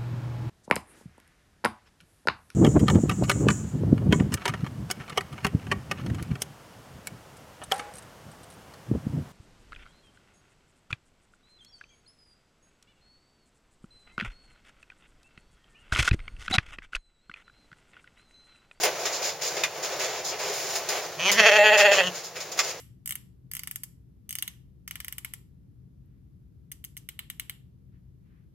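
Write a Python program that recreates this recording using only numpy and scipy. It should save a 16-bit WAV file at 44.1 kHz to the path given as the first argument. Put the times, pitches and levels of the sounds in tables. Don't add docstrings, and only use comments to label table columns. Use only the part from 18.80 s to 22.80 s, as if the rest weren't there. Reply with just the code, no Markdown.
import sys
import numpy as np
from scipy import signal
from scipy.fft import rfft, irfft
from scipy.io import wavfile

SR = 44100
rng = np.random.default_rng(int(sys.argv[2]) if len(sys.argv) > 2 else 0)


def digitize_waveform(pressure):
    field = np.atleast_2d(pressure).T
    bounded = np.clip(field, -1, 1)
    quanta = np.round(bounded * 32767).astype(np.int16)
    wavfile.write(sys.argv[1], SR, quanta)


N = 176400
TIME_S = np.arange(N) / SR
BAND_EDGE_HZ = 15950


def amp(db):
    return 10 ** (np.asarray(db) / 20)


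def unit_rms(x):
    return x / np.sqrt(np.mean(x ** 2) + 1e-20)


def at_hz(table, hz):
    freqs, values = np.transpose(table)
    return np.interp(np.log(hz + 1), np.log(freqs + 1), values)


def curves(table):
    times, *columns = np.transpose(table)
    return [np.interp(TIME_S, times, column) for column in columns]


def colour(x, spectrum):
    return irfft(rfft(x) * amp(at_hz(spectrum, np.fft.rfftfreq(N, 1 / SR))), N)


def waver(rate_hz):
    rolloff = 1 + (np.fft.rfftfreq(N, 1 / SR) / rate_hz) ** 4
    return unit_rms(irfft(rfft(rng.standard_normal(N)) / rolloff, N))


# freq_hz, side_gain_db
WIDTH = [(60, 0), (120, -16), (240, -7), (480, -18.5), (950, -15), (1890, -13), (3770, -7.5), (7520, -2),
         (15000, 1.5)]
def stereo(mid, side):
    side = colour(side, WIDTH)
    return np.array([mid + side, mid - side])


def spread(noises, spectrum):
    mid, side = (colour(noise, spectrum) for noise in noises)
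    return stereo(mid, side) / mid.std()


# freq_hz, density_db
WASH_SPECTRUM = [(180, -36), (300, -4), (689, -3.5), (885, -9), (1190, -12.5), (1390, -13), (2520, -14.5),
                 (2930, -17), (3190, -18), (6960, -16.5), (7820, -31), (14500, -32), (16000, -23)]
# time_s, level_db
WASH_ENVELOPE = [(0, -33), (.48, -34), (.58, -41), (.72, -34), (.9, -39), (1.1, -32.5), (1.45, -37.5),
                 (1.7, -38), (2.15, -33.5), (2.35, -38.5), (3.3, -37.5), (3.52, -44.5), (3.85, -36.5),
                 (4, -41.5)]
# freq_hz, density_db
RUMBLE_SPECTRUM = [(20, -36), (45, -24), (70, -3.5), (110, -0.5), (165, 5.5), (215, -2), (270, 5),
                   (400, -25.5)]
def outdoors():
    level_db, = curves(WASH_ENVELOPE)
    wash = spread(rng.standard_normal((2, N)), WASH_SPECTRUM) * amp(level_db + 0.52 * waver(35))
    rumble = spread(rng.standard_normal((2, N)), RUMBLE_SPECTRUM)
    return wash + amp(-53.5) * rumble


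# start_s, length_s, body_db, clack_db, sizzle_db, fizz_db
HOOF_SCUFFS = [(0, 0.053, -48, -40, -31, -40), (0.042, 0.029, -26, -30.5, -45, -52),
               (0.183, 0.07, -42.5, -46, -41, -50), (0.318, 0.046, -56, -44.5, -33, -48),
               (0.414, 0.081, -47, -39, -32.5, -44), (0.61, 0.069, -39, -39, -31, -42),
               (0.7, 0.11, -44, -54, -40.5, -52), (0.94, 0.042, -41, -45.5, -48, -54),
               (1.023, 0.024, -38, -37, -32.5, -44), (1.111, 0.031, -39, -42, -40, -59),
               (1.186, 0.071, -34.5, -34.5, -33.5, -44), (1.27, 0.13, -39.5, -42.5, -42, -56),
               (1.441, 0.057, -45, -50, -33.5, -44.5), (1.509, 0.034, -37.5, -39, -45, -62),
               (1.584, 0.13, -35, -38.5, -36.5, -46.5), (1.717, 0.234, -42, -41.5, -37, -44),
               (1.949, 0.0084, -36, -33, -28.5, -34), (2.088, .1, -36, -37.5, -39, -47),
               (2.214, 0.039, -41, -56, -42, -53), (2.968, 0.04, -37, -23.5, -25.5, -36),
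               (3.109, 0.055, -29.5, -30, -31, -42), (3.338, 0.05, -74, -46, -39, -49),
               (3.43, 0.034, -60, -52, -39.5, -50), (3.552, 0.015, -42.5, -38, -39, -48),
               (3.769, 0.017, -55, -36.5, -36.5, -43), (3.827, .08, -44, -40, -35.5, -46.5)]
# start_s, body_db, clack_db, sizzle_db, fizz_db, mesh_db, t60_s
HOOF_KNOCKS = [(0.034, -23, -24, -21.5, -24, -28, 0.15), (0.253, -36, -29, -27.5, -39, -52, 0.23),
               (0.766, -29, -33, -34, -47, -45, 0.29), (.835, -48, -23.5, -23.5, -33.5, -20.5, 0.096),
               (2.087, -43, -33.5, -27.5, -35, -39, .25), (2.515, -28, -25, -20.5, -27.5, -41, 0.16),
               (3.603, -48, -39.5, -35, -44.5, -62, 0.24), (3.717, -65, -53, -34.5, -43.5, -50, 0.18),
               (3.79, -26.5, -20, -17.5, -31.5, -44, 0.1)]
# freq_hz, density_db
BODY = [(100, -36), (280, -20.5), (400, -3.5), (540, -4.5), (700, -3.5), (950, -14.5), (1500, -22),
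        (3000, -51)]
CLACK = [(500, -27), (1000, -1.5), (1500, -0.5), (2200, 4.5), (2900, 0.5), (3600, -2.5), (4800, -11),
         (8000, -46)]
SIZZLE = [(1500, -62), (3400, -1.5), (4600, 2.5), (5050, 6.5), (5160, 9), (5300, 6), (5800, 2), (7000, 7.5),
          (7600, -3.5), (8600, -35), (14000, -37)]
FIZZ = [(6000, -44), (8500, -1), (9800, 3.5), (11500, -10), (13000, 3), (14500, -1), (16000, 0.5)]
MESH_RING = [(1200, -54), (1850, -2.5), (2080, 4), (2250, -19), (2400, -2), (2650, -3), (2950, -14),
             (3250, -23), (3460, -4.5), (3700, -7), (4400, -29.5)]
def hooves(knock_rise_s=0.0014, scuff_rise_s=0.013, scuff_t60_s=0.18, grits_per_s=9000):
    contacts = [(contact(start_s, knock_rise_s, 0, t60_s), levels_db)
                for start_s, *levels_db, t60_s in HOOF_KNOCKS]
    contacts += [(contact(start_s, scuff_rise_s, length_s, scuff_t60_s), levels_db)
                 for start_s, length_s, *levels_db in HOOF_SCUFFS]
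    drag = amp(0.8 * waver(40))
    floor = np.zeros((2, N))
    for layer, spectrum in enumerate([BODY, CLACK, SIZZLE, FIZZ, MESH_RING]):
        power = sum((envelope * amp(levels_db[layer])) ** 2
                    for envelope, levels_db in contacts if layer < len(levels_db))
        grit = rng.standard_normal((2, N)) * (rng.random(N) < grits_per_s / SR)
        grit *= amp(2 * rng.random(N))
        floor += spread(grit, spectrum) * np.sqrt(power) * drag
    return floor + amp(-10.5) * shelter(floor.mean(0))


def contact(start_s, rise_s, length_s, t60_s):
    age_s = TIME_S - start_s
    return np.clip(age_s / rise_s, 0, 1) * amp(-60 * np.maximum(age_s - length_s, 0) / t60_s)


# freq_hz, t60_s
SHELTER_DECAY = [(200, 0.17), (1500, 0.11), (8000, 0.06)]
def shelter(x):
    count = SR // 2
    taps = rng.standard_normal((2, count)) * (rng.random((2, count)) < 0.1) * (np.arange(count) > 200)
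    hz, t, frames = signal.stft(taps, SR, nperseg=256)
    decay = amp(-60 * t / at_hz(SHELTER_DECAY, hz)[:, None])
    tail = signal.istft(frames * decay, SR, nperseg=256)[1]
    mid, side = signal.fftconvolve(x[None], tail / np.linalg.norm(tail[0]), axes=1)[:, :N]
    return stereo(mid, side)


# time_s, pitch_hz
BLEAT_PITCH = [(2.39, 155.7), (2.422, 173.3), (2.436, 176.7), (2.46, 189.9), (2.476, 195.4), (2.496, 208.3),
               (2.52, 197.2), (2.554, 199), (2.582, 225.8), (2.592, 227.4), (2.614, 208.5), (2.65, 201.3),
               (2.66, 218.6), (2.676, 227.5), (2.704, 197.1), (2.734, 208.8), (2.748, 209.3),
               (2.768, 215.6), (2.788, 205.6), (2.816, 206.3), (2.846, 217.4), (2.894, 210.2),
               (2.914, 206.1), (2.942, 220.4), (2.966, 205.1), (2.976, 200.4), (3.004, 212.1),
               (3.022, 199.4), (3.03, 200), (3.048, 209.8), (3.058, 212.3), (3.078, 198.6), (3.094, 195.6),
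               (3.128, 204.7), (3.16, 190.7), (3.196, 193.4), (3.212, 183.1), (3.226, 177.2),
               (3.262, 183.6), (3.31, 176.2)]
# freq_hz, gain_db
RASP_SPECTRUM = [(700, 0), (2000, 2), (4000, 4), (7000, 5), (12000, 9)]
def vocal_folds(jitter=0.012, shimmer=0.2, rasp=0.17):
    pitch_hz, = curves(BLEAT_PITCH)
    cycles = np.cumsum(pitch_hz * (1 + jitter * waver(98))) / SR
    phase = cycles - np.round(cycles)
    pulses = unit_rms(np.sinc(2 * BAND_EDGE_HZ * phase / pitch_hz) * np.cos(np.pi * phase) ** 2)
    pulses *= 1 + shimmer * waver(70)
    airflow = 0.4 + np.exp(-(cycles % 1) / 0.3)
    puffs = unit_rms(airflow * rng.standard_normal(N))
    return pulses + rasp * colour(puffs, RASP_SPECTRUM), cycles


def gate(table):
    return (TIME_S > table[0][0]) & (TIME_S < table[-1][0])


# time_s, level_db
HUM_ENVELOPE = [(2.37, -46), (2.41, -41), (2.5, -41), (2.55, -35), (2.61, -28.5), (2.66, -53), (2.9, -52),
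                (3.11, -51.5), (3.2, -48), (3.285, -33.5), (3.33, -69)]
def nasal_hum(cycles, waver_db=1.5):
    level_db = curves(HUM_ENVELOPE)[0] + waver_db * waver(60)
    return amp(level_db) * np.sqrt(2) * np.sin(2 * np.pi * cycles) * gate(HUM_ENVELOPE)


def tract(x, spectrum, size=4096):
    log_gain = np.log(amp(at_hz(spectrum, abs(np.fft.fftfreq(size, 1 / SR)))))
    response = np.fft.ifft(np.exp(np.conj(signal.hilbert(log_gain)))).real[:size // 2]
    return signal.oaconvolve(x, response / np.linalg.norm(response))[:N]


def formant(x, centre_hz, stage_width_hz=560):
    carrier = np.exp(2j * np.pi * np.cumsum(centre_hz) / SR)
    pole = np.exp(-np.pi * stage_width_hz / SR)
    for _ in range(2):
        x = 2 * (carrier * signal.lfilter([1 - pole], [1, -pole], x / carrier + 1e-18)).real
    return x * np.sqrt(2 * BAND_EDGE_HZ / stage_width_hz / np.pi)


# freq_hz, gain_db
SHUT_SPECTRUM = [(200, -51), (370, 11), (520, -40), (750, 3), (1000, 2.5), (1600, -4.5), (2050, -10),
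                 (2400, -11.5), (3000, 9), (3700, -8.5), (5400, -8.5), (7200, -41), (9000, -34),
                 (15000, -32)]
# time_s, centre_hz
LIP_RESONANCE = [(2.39, 2450), (2.46, 2510), (2.505, 2100), (2.55, 1844), (3.22, 2770), (3.3, 2890)]
def shut_mouth(drive):
    lips_hz, = curves(LIP_RESONANCE)
    whistle_hz = 6180 + 0.74 * (lips_hz - lips_hz[0])
    muffled = amp(-5.5) * tract(drive, SHUT_SPECTRUM)
    return muffled + amp(-0.5) * formant(drive, lips_hz) + amp(-8.5) * formant(drive, whistle_hz)


# freq_hz, gain_db
RELAXED_VOWEL = [(200, -23), (410, -17.5), (620, 6.5), (730, -18), (830, -3.5), (1000, -19.5), (1600, -21),
                 (1850, -2), (2200, -15), (2450, -22), (2680, 0.5), (2900, -27), (3200, -17.5),
                 (3800, -27.5), (4500, -26), (6000, -79), (7000, -21.5), (8500, -55), (15000, -47)]
PRESSED_VOWEL = [(200, -29), (430, 0.5), (640, 3), (850, -1.5), (1050, -15), (1500, -3.5), (1900, 4),
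                 (2200, -10.5), (2650, 8.5), (2950, -7.5), (3300, -2), (3900, -25), (4550, -12.5),
                 (5800, -32), (6900, -11.5), (8500, -53), (12500, -32.5), (15500, -65)]
def open_mouth(drive, push):
    relaxed = tract(drive * (1 - push), RELAXED_VOWEL)
    pressed = tract(drive * push, PRESSED_VOWEL)
    return relaxed + amp(3.5) * pressed


def bumps(table):
    return sum(height * np.exp(-(2 * (TIME_S - centre_s) / length_s) ** 4)
               for centre_s, length_s, height in table)


# time_s, level_db, opening_0_to_1
BLEAT_COURSE = [(2.375, -58, 0.3), (2.395, -28.5, 0.43), (2.44, -25, 0.22), (2.497, -17, 0.13),
                (2.52, -32.5, 0.16), (2.56, -26.5, 0.26), (2.6, -13.5, 0.49), (2.66, -15.5, 0.65),
                (2.71, -16, 0.64), (2.82, -19.5, 0.97), (2.91, -19, 0.98), (2.98, -21, 0.87),
                (3.04, -20, 0.99), (3.115, -20.5, 1), (3.16, -19.5, 0.31), (3.205, -20.5, 0.94),
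                (3.245, -27.5, 0.56), (3.283, -27, 0.29), (3.31, -71, 0.45)]
# centre_s, length_s, strength_0_to_1
QUAVERS = [(2.594, .044, 1.), (2.635, .018, .45), (2.676, .044, 1.), (2.734, .024, .7), (2.765, .024, .7),
           (2.868, .064, .7), (2.946, .034, .85), (3.01, .026, .75), (3.06, .032, .75), (3.128, .024, .85),
           (3.194, .028, .9)]
# centre_s, length_s, gain_db
CATCHES = [(2.621, 0.036, -6), (2.706, 0.0079, -4), (2.917, 0.048, -1.5), (2.982, 0.024, -3.5),
           (3.035, 0.024, -1), (3.16, 0.013, -10.5)]
def sheep():
    level_db, opening = curves(BLEAT_COURSE)
    push = np.clip(bumps(QUAVERS), 0, 1)
    source, cycles = vocal_folds()
    drive = source * amp(level_db + bumps(CATCHES)) * gate(BLEAT_COURSE)
    mouth = shut_mouth(drive * (1 - opening)) + open_mouth(drive * opening, push)
    voice = nasal_hum(cycles) - mouth
    return voice + amp(-4) * scatter(voice) + amp(-12) * shelter(voice)


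# freq_hz, gain_db
SCATTER_SPECTRUM = [(500, -37), (1500, -18), (3000, -4.5), (6000, 2.5), (13000, 11)]
def scatter(x, decay_s=0.006):
    t = np.arange(SR // 50) / SR
    taps = rng.standard_normal((2, len(t))) * np.exp(-t / decay_s) * (t > 0.0005)
    taps /= np.linalg.norm(taps, axis=1, keepdims=True)
    return signal.oaconvolve(colour(x, SCATTER_SPECTRUM)[None], taps, axes=1)[:, :N]


def scene():
    return sheep() + hooves() + outdoors()


def record(dry):
    dip_hz, low_cut_hz, notch_hz = 273, 65, (7750, 8250)
    x = signal.lfilter(*signal.iirnotch(dip_hz, Q=1.35, fs=SR), dry)
    x = signal.lfilter(*signal.butter(2, low_cut_hz, "high", fs=SR), x)
    band = signal.firwin(767, [*notch_hz, BAND_EDGE_HZ], window=("kaiser", 8), fs=SR, pass_zero=True)
    return signal.oaconvolve(np.clip(x, -1, 1), band[None], "same")


dry = scene()
out = record(dry)
digitize_waveform(out)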